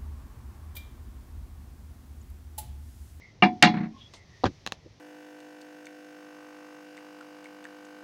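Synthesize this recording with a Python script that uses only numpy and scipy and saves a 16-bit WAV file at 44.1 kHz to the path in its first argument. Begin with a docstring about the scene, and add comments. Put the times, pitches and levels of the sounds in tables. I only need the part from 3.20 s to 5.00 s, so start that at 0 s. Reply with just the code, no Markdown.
"""A hard hollow object is knocked twice on a tabletop, close by, and rattles to rest after the second knock.
Each blow rings the object's own tones and a noisy clatter. Dry plastic clicks, soft rubs and a dull bump
follow as things are handled, over quiet room noise with faint whistles.
A fast limiter turns down the loudest blow."""
import sys
import numpy as np
from scipy import signal
from scipy.fft import rfft, irfft, next_fast_len
from scipy.io import wavfile
from scipy.ndimage import uniform_filter1d, minimum_filter1d

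SR = 44100
rng = np.random.default_rng(int(sys.argv[2]) if len(sys.argv) > 2 else 0)


def put_to_file(sound):
    """Save the sound as 16-bit audio at rate SR, in the file named by the first command-line argument."""
    columns = np.atleast_2d(sound).T  # one column per channel
    safe = np.clip(columns, -1, 1)
    whole_steps = np.round(safe * 32767)
    wavfile.write(sys.argv[1], SR, whole_steps.astype(np.int16))


N = 79380

# The room noise's colour. Each row: frequency in Hz, relative level in dB.
ROOM_COLOUR = [(15, -24), (25, -9.5), (99, 3.5), (217, -10), (427, -13), (733, -18), (1190, -22),
               (1520, -27), (1840, -20.5), (2160, -20), (2750, -25), (3240, -23), (6030, -23.5),
               (7900, -43.5), (16000, -54)]
# The drift of all the room noise, then of its hiss alone. Each row: time in seconds, change in dB.
ROOM_DRIFT = [(0, -0.5), (.2, 0.5), (.7, -0.5), (1.2, 0), (1.8, 0.5)]
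HISS_DRIFT = [(0, 1.5), (.19, -4.5), (.35, 0), (.69, -3), (.8, 3.5), (1.05, 0), (1.2, 4), (1.4, 2),
              (1.6, -1.5), (1.8, -2)]
# Faint whistles. Each row: middle and length in seconds, pitch and width in Hz, level in dB.
WHISTLE_SWELLS = [(.05, 0.081, 2075, 114, -56), (.77, 0.045, 1084, 30, -58.5),
                  (.812, 0.051, 3290, 398, -57), (.826, .022, 3330, 59, -46.5),
                  (.862, 0.03, 3350, 69.28, -56.5), (.99, .07, 2050, 110, -60),
                  (1.15, 0.11, 1880, 81.2, -63.5)]
# Blows on the object. Each row: start in seconds, ring and clatter gains in dB,
# spot struck (0 is the first, 1 the second), treble cutoff in Hz, fade time multiplier.
OBJECT_BLOWS = [(.2232, 1.5, -20.5, 0, 12000, 1.008), (0.2342, -40.5, -15.5, 0.017, 9000, 0.82),
                (0.2555, -11, -27.5, 0.0096, 400, .6), (0.4244, -1.5, -10.5, 1, 15000, 1.287),
                (0.4368, -44.5, -18, 1, 7000, 1.1), (.4715, -4, -44, 0.51, 4000, 0.55)]
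# The object's tones. Each row: pitch in Hz, base fade time (to fall 60 dB) in seconds,
# relative levels in dB at the first and second spot.
OBJECT_TONES = [(169.7, .18, -36.5, -11.5), (197.9, 0.15, -8, -5.5), (220.9, 0.3, -26.5, -12),
                (273, 0.087, -17.5, -22), (313.8, 0.22, -22.5, -11.5), (341.4, 0.21, -22, -26),
                (731.5, 0.24, -13, -11.5), (833, 0.15, -22.5, -14), (1020, .15, -21.5, -20.5),
                (1225, 0.069, -12, -39.5), (1375, 0.09, -44, -18.5), (1779, 0.14, -22, -20),
                (1914, 0.087, -37, -15), (2110, 0.094, -18, -25), (2333, .12, -16.5, -18),
                (2414, .12, -28.5, -19.5), (2765, .1, -26.5, -16.5), (2800, 0.083, -17.5, -10),
                (3410, .16, -32, -24.5), (4200, 0.026, -33.5, -16)]
# Its clatter. Each row: frequency in Hz, relative dB at the first and second spot, base fade in seconds.
CLATTER_BANDS = [(43, -20, -28.5, 0.52), (130, -3.5, -6, .2), (270, 11, 4.5, 0.048), (556, -5.5, -8, 0.26),
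                 (880, 2.5, -1.5, .15), (1460, -4, 0.5, 0.1), (2100, 2, 5, .15), (2795, -3.5, -3, 0.1),
                 (3100, -14, -7.5, .13), (4230, -10, -0.5, .13), (4630, -13, -9.5, 0.14),
                 (6540, -26, -15, .11), (7600, -60, -17, .065), (8800, -63.5, -19.5, 0.0591),
                 (10500, -60, -44.5, .03), (15500, -80, -56, 0.025)]
# The sharp crack. Each row: frequency in Hz, relative level in dB, fade time in seconds.
CRACK_BANDS = [(300, -15.5, 0.0068), (3010, 3, 0.039), (4800, 0, .022), (7300, -8.5, 0.02),
               (9800, -9, 0.0077), (11550, -17.5, 0.0073), (15500, -22, .012), (16000, -49.5, .01)]
# The object rocking to rest. Each row: start in seconds, ring and clatter gains in dB.
REBOUND_HITS = [(.537, -8.5, -30.5), (.567, -10.5, -31), (0.577, -27, -41), (0.603, -7, -38),
                (.629, -16, -38), (0.64, -21, -43.5), (.652, -20, -51.5)]
# Plastic clicks. 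Each row: start in seconds, click and tail gains in dB.
CLICK_HITS = [(0.937, -30, -45.5), (1.464, -9, -42), (1.4738, -11, -49), (1.5215, -8.5, -44.5)]
# The plastic's tones, then its noisy tail. Each row: frequency in Hz, relative dB, fade time in seconds.
PLASTIC_TONES = [(188, -25.5, 0.029), (528, -18.5, 0.011), (785, -21.5, 0.021), (1110, -19, 0.014),
                 (1750, -7.5, 0.0054), (2694, -11.5, 0.008), (3290, -18.5, 0.0062), (4010, -3, 0.0038),
                 (5320, -32, 0.015), (6400, -6, 0.0026), (9580, -32.5, 0.0076)]
TAIL_BANDS = [(103.6, -4, .1), (676, 10, 0.17), (2020, -7, 0.2), (4070, 10.5, 0.082), (6900, 0.5, 0.089),
              (8780, -11.5, 0.077), (10600, -16.5, 0.11), (15800, -25, .04)]
# Soft rubs. Each row: middle and length in seconds, pitch and width in Hz, level in dB.
RUB_SWELLS = [(.96, 0.04, 5100, 2524, -59.5), (1.105, .03, 130, 59.5, -58.5),
              (1.668, 0.018, 375, 127.9, -48.5)]
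# The bump's contacts. Each row: start in seconds, push and scuff levels in dB, treble cutoff in Hz.
BUMP_CONTACTS = [(1.2367, -14.5, -36, 1210), (1.2408, -8, -24, 2600), (1.253, -17, -25.5, 1180),
                 (1.2555, -31, -19.5, 1990), (1.2635, -29.5, -26.5, 5000)]
# The colour of one push. Each row: frequency in Hz, relative level in dB.
PUSH_COLOUR = [(30, -9), (100, -32), (250, 11), (450, 11), (780, 9), (1250, 0), (2100, -51), (3800, -3),
               (6000, -21), (9000, -35.5), (15000, -61)]
# The scuff, then the tabletop's tones. Each row: frequency in Hz, relative dB, fade time in seconds.
SCUFF_BANDS = [(39.7, -1.5, 0.15), (295, 6.5, 0.095), (833, -3.5, 0.053), (1700, -0.5, 0.052),
               (2090, -10.5, 0.053), (4000, -7.5, 0.053), (6850, -18.5, 0.06), (9500, -46.5, .03)]
TABLETOP_TONES = [(99, -24.5, 0.19), (221, -39, 0.03), (340, -27, 0.053), (769, -16, 0.051),
                  (1165, -10, 0.012), (3650, -40, 0.013)]

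TOP_HZ = 15900


def amp(db):
    """Turn decibels into a multiplier."""
    return 10 ** (np.asarray(db) / 20)


def along(freqs, values, hz):
    """Read between a table's rows on a log frequency scale."""
    return np.interp(np.log(hz + 1), np.log(np.asarray(freqs) + 1), values)


def times(samples=SR // 2):
    """Each sample's time in seconds; the default length is one hit."""
    return np.arange(samples) / SR


def filtered(x, gain):
    """Turn each frequency of x up or down by gain(hz)."""
    size = next_fast_len(len(x) + 8192)
    return irfft(rfft(x, size) * gain(np.fft.rfftfreq(size, 1 / SR)), size)[:len(x)]


def steady_noise(gain):
    """Noise shaped by gain(hz), with an average (rms) level of 1."""
    noise = filtered(rng.standard_normal(N), gain)
    return noise / np.sqrt(np.mean(noise ** 2) + 1e-20)


def soft(hz, cutoff_hz):
    """A softer contact passes less treble."""
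    return 1 / np.sqrt(1 + (hz / cutoff_hz) ** 2)


def add(track, start, sound):
    """Mix a sound in at a time in seconds."""
    part = track[round(start * SR):][:len(sound)]
    part += sound[:len(part)]


def ring(hz, db, fade, rise_s, sign=1):
    """Tones that swell and die away; a negative sign starts neighbours in opposite directions."""
    t = times()[:, None]
    tones = sign ** np.arange(len(hz)) * amp(db - 60 * t / fade) * np.sin(2 * np.pi * hz * t)
    return np.sum(tones * (1 - np.exp(-t / rise_s)) ** 2, axis=1)


def pulse(freqs, db, cutoff_hz, size=4096):
    """One short pulse with the given colour and an energy of 1."""
    hz = np.fft.rfftfreq(size, 1 / SR)
    cepstrum = irfft(np.log(amp(along(freqs, db, hz)) * soft(hz, cutoff_hz)))
    cepstrum[1:size // 2] *= 2  # folding it in half packs the energy at the start
    cepstrum[size // 2 + 1:] = 0
    shape = irfft(np.exp(rfft(cepstrum)))
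    return shape / np.linalg.norm(shape)


def burst(freqs, db, fade, cutoff_hz):
    """Coloured noise in which each band dies away at its own speed."""
    hz, t, bands = signal.stft(rng.standard_normal(SR // 2), SR, nperseg=128)
    bands = bands * amp(-60 * t / along(freqs, fade, hz)[:, None])
    dying = signal.istft(bands, SR, nperseg=128)[1]
    return signal.fftconvolve(dying, pulse(freqs, db, cutoff_hz))


def swells(rows):
    """Bands of noise that swell and fade."""
    out, t = np.zeros(N), times(N)
    for middle, length, centre_hz, width_hz, db in rows:
        band = steady_noise(lambda hz: np.exp(-.5 * ((hz - centre_hz) / width_hz) ** 2))
        out += amp(db) * band * np.exp(-2 * ((t - middle) / length) ** 2)
    return out


def room(base_db=-55.5, hiss_from_hz=1700):
    """A quiet rumble lies under a hiss that wanders in level."""
    t = times(N)
    noise = steady_noise(lambda hz: amp(along(*np.transpose(ROOM_COLOUR), hz)))
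    rumble = filtered(noise, lambda hz: 1 / (1 + (hz / hiss_from_hz) ** 2))
    hiss = (noise - rumble) * amp(np.interp(t, *np.transpose(HISS_DRIFT)))
    return amp(base_db + np.interp(t, *np.transpose(ROOM_DRIFT))) * (rumble + hiss)


def whistles():
    """Narrow bands of noise sound like faint, brief whistles."""
    return swells(WHISTLE_SWELLS)


def object_ring(spot, cutoff_hz, stretch, dullness=1, scatter_db=2):
    """The hollow object rings; the spot struck decides which tones are strong."""
    hz, fade, first, second = np.transpose(OBJECT_TONES)
    db = first + spot * (second - first)
    db += dullness * 20 * np.log10(soft(hz, cutoff_hz))
    db += scatter_db * rng.standard_normal(len(hz))
    pitch = hz * (1 - 0.0027 * spot)  # the second spot rings slightly lower
    return ring(pitch, db, fade * stretch, rise_s=1 / hz)


def clatter(spot, cutoff_hz, stretch):
    """The object's other tones crowd so closely that they sound like noise."""
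    freqs, first, second, fade = np.transpose(CLATTER_BANDS)
    return burst(freqs, first + spot * (second - first), fade * stretch, cutoff_hz)


def knocks():
    """Each knock is three quick blows that make the object ring and clatter."""
    out = np.zeros(N)
    for start, ring_db, clatter_db, spot, cutoff_hz, stretch in OBJECT_BLOWS:
        add(out, start, amp(ring_db) * object_ring(spot, cutoff_hz, stretch))
        add(out, start, amp(clatter_db) * clatter(spot, cutoff_hz, stretch))
    return out


def crack(start=.4262, db=-6):
    """The second knock snaps with a few milliseconds of treble."""
    out = np.zeros(N)
    add(out, start, amp(db) * burst(*np.transpose(CRACK_BANDS), TOP_HZ))
    return out


def rebounds(contact_s=0.0025):
    """The object rocks on the second spot; these slow contacts ring mostly its low tones."""
    out = np.zeros(N)
    for start, ring_db, clatter_db in REBOUND_HITS:
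        low = object_ring(spot=1, cutoff_hz=427, stretch=0.8, dullness=4)
        rattle = clatter(spot=1, cutoff_hz=950, stretch=1)
        rattle = filtered(rattle, lambda hz: soft(hz, cutoff_hz=4500) ** 2)
        for sound in (amp(ring_db) * low, amp(clatter_db) * rattle):
            add(out, start, sound * (1 - np.exp(-times(len(sound)) / contact_s)))
    return out


def clicks(snap_db=-24, snap_fade_s=0.002):
    """Small plastic parts snap, ring for milliseconds and leave a faint tail."""
    out, t = np.zeros(N), times()
    tones = ring(*np.transpose(PLASTIC_TONES), rise_s=0.00046, sign=-1.028)
    for start, db, tail_db in CLICK_HITS:
        snap = amp(snap_db - 60 * t / snap_fade_s) * rng.standard_normal(len(t))
        add(out, start, amp(db) * (tones + snap))
        add(out, start, amp(tail_db) * burst(*np.transpose(TAIL_BANDS), TOP_HZ))
    return out


def rubs():
    """Things rub softly as they are handled."""
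    return swells(RUB_SWELLS)


def bump(rise_cycles=0.57):
    """A few quick, soft contacts push and scuff the tabletop; the hardest sets it ringing."""
    out = np.zeros(N)
    for start, push_db, scuff_db, cutoff_hz in BUMP_CONTACTS:
        push = pulse(*np.transpose(PUSH_COLOUR), cutoff_hz)
        add(out, start, -amp(push_db) * push / np.abs(push).max())
        add(out, start, amp(scuff_db) * burst(*np.transpose(SCUFF_BANDS), cutoff_hz))
    hardest_start = max(BUMP_CONTACTS, key=lambda row: row[1])[0]
    hz, db, fade = np.transpose(TABLETOP_TONES)
    add(out, hardest_start, ring(hz, db, fade, rise_cycles / hz, sign=-0.93))
    return out


def scene():
    """Everything reaches one close microphone."""
    return (room() + whistles() + knocks() + crack() + rebounds() + clicks() + rubs() + bump())[None]


def record(dry, ceiling=.78):
    """A fast limiter holds the peaks down, then the highest treble is cut off."""
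    needed = np.minimum(1, ceiling / (np.abs(dry[0]) + 1e-9))
    held = minimum_filter1d(needed, size=41)
    smooth_gain = uniform_filter1d(uniform_filter1d(held, size=21), size=21)
    return filtered(dry[0] * smooth_gain, lambda hz: hz < TOP_HZ)[None]


dry = scene()
out = record(dry)
put_to_file(out)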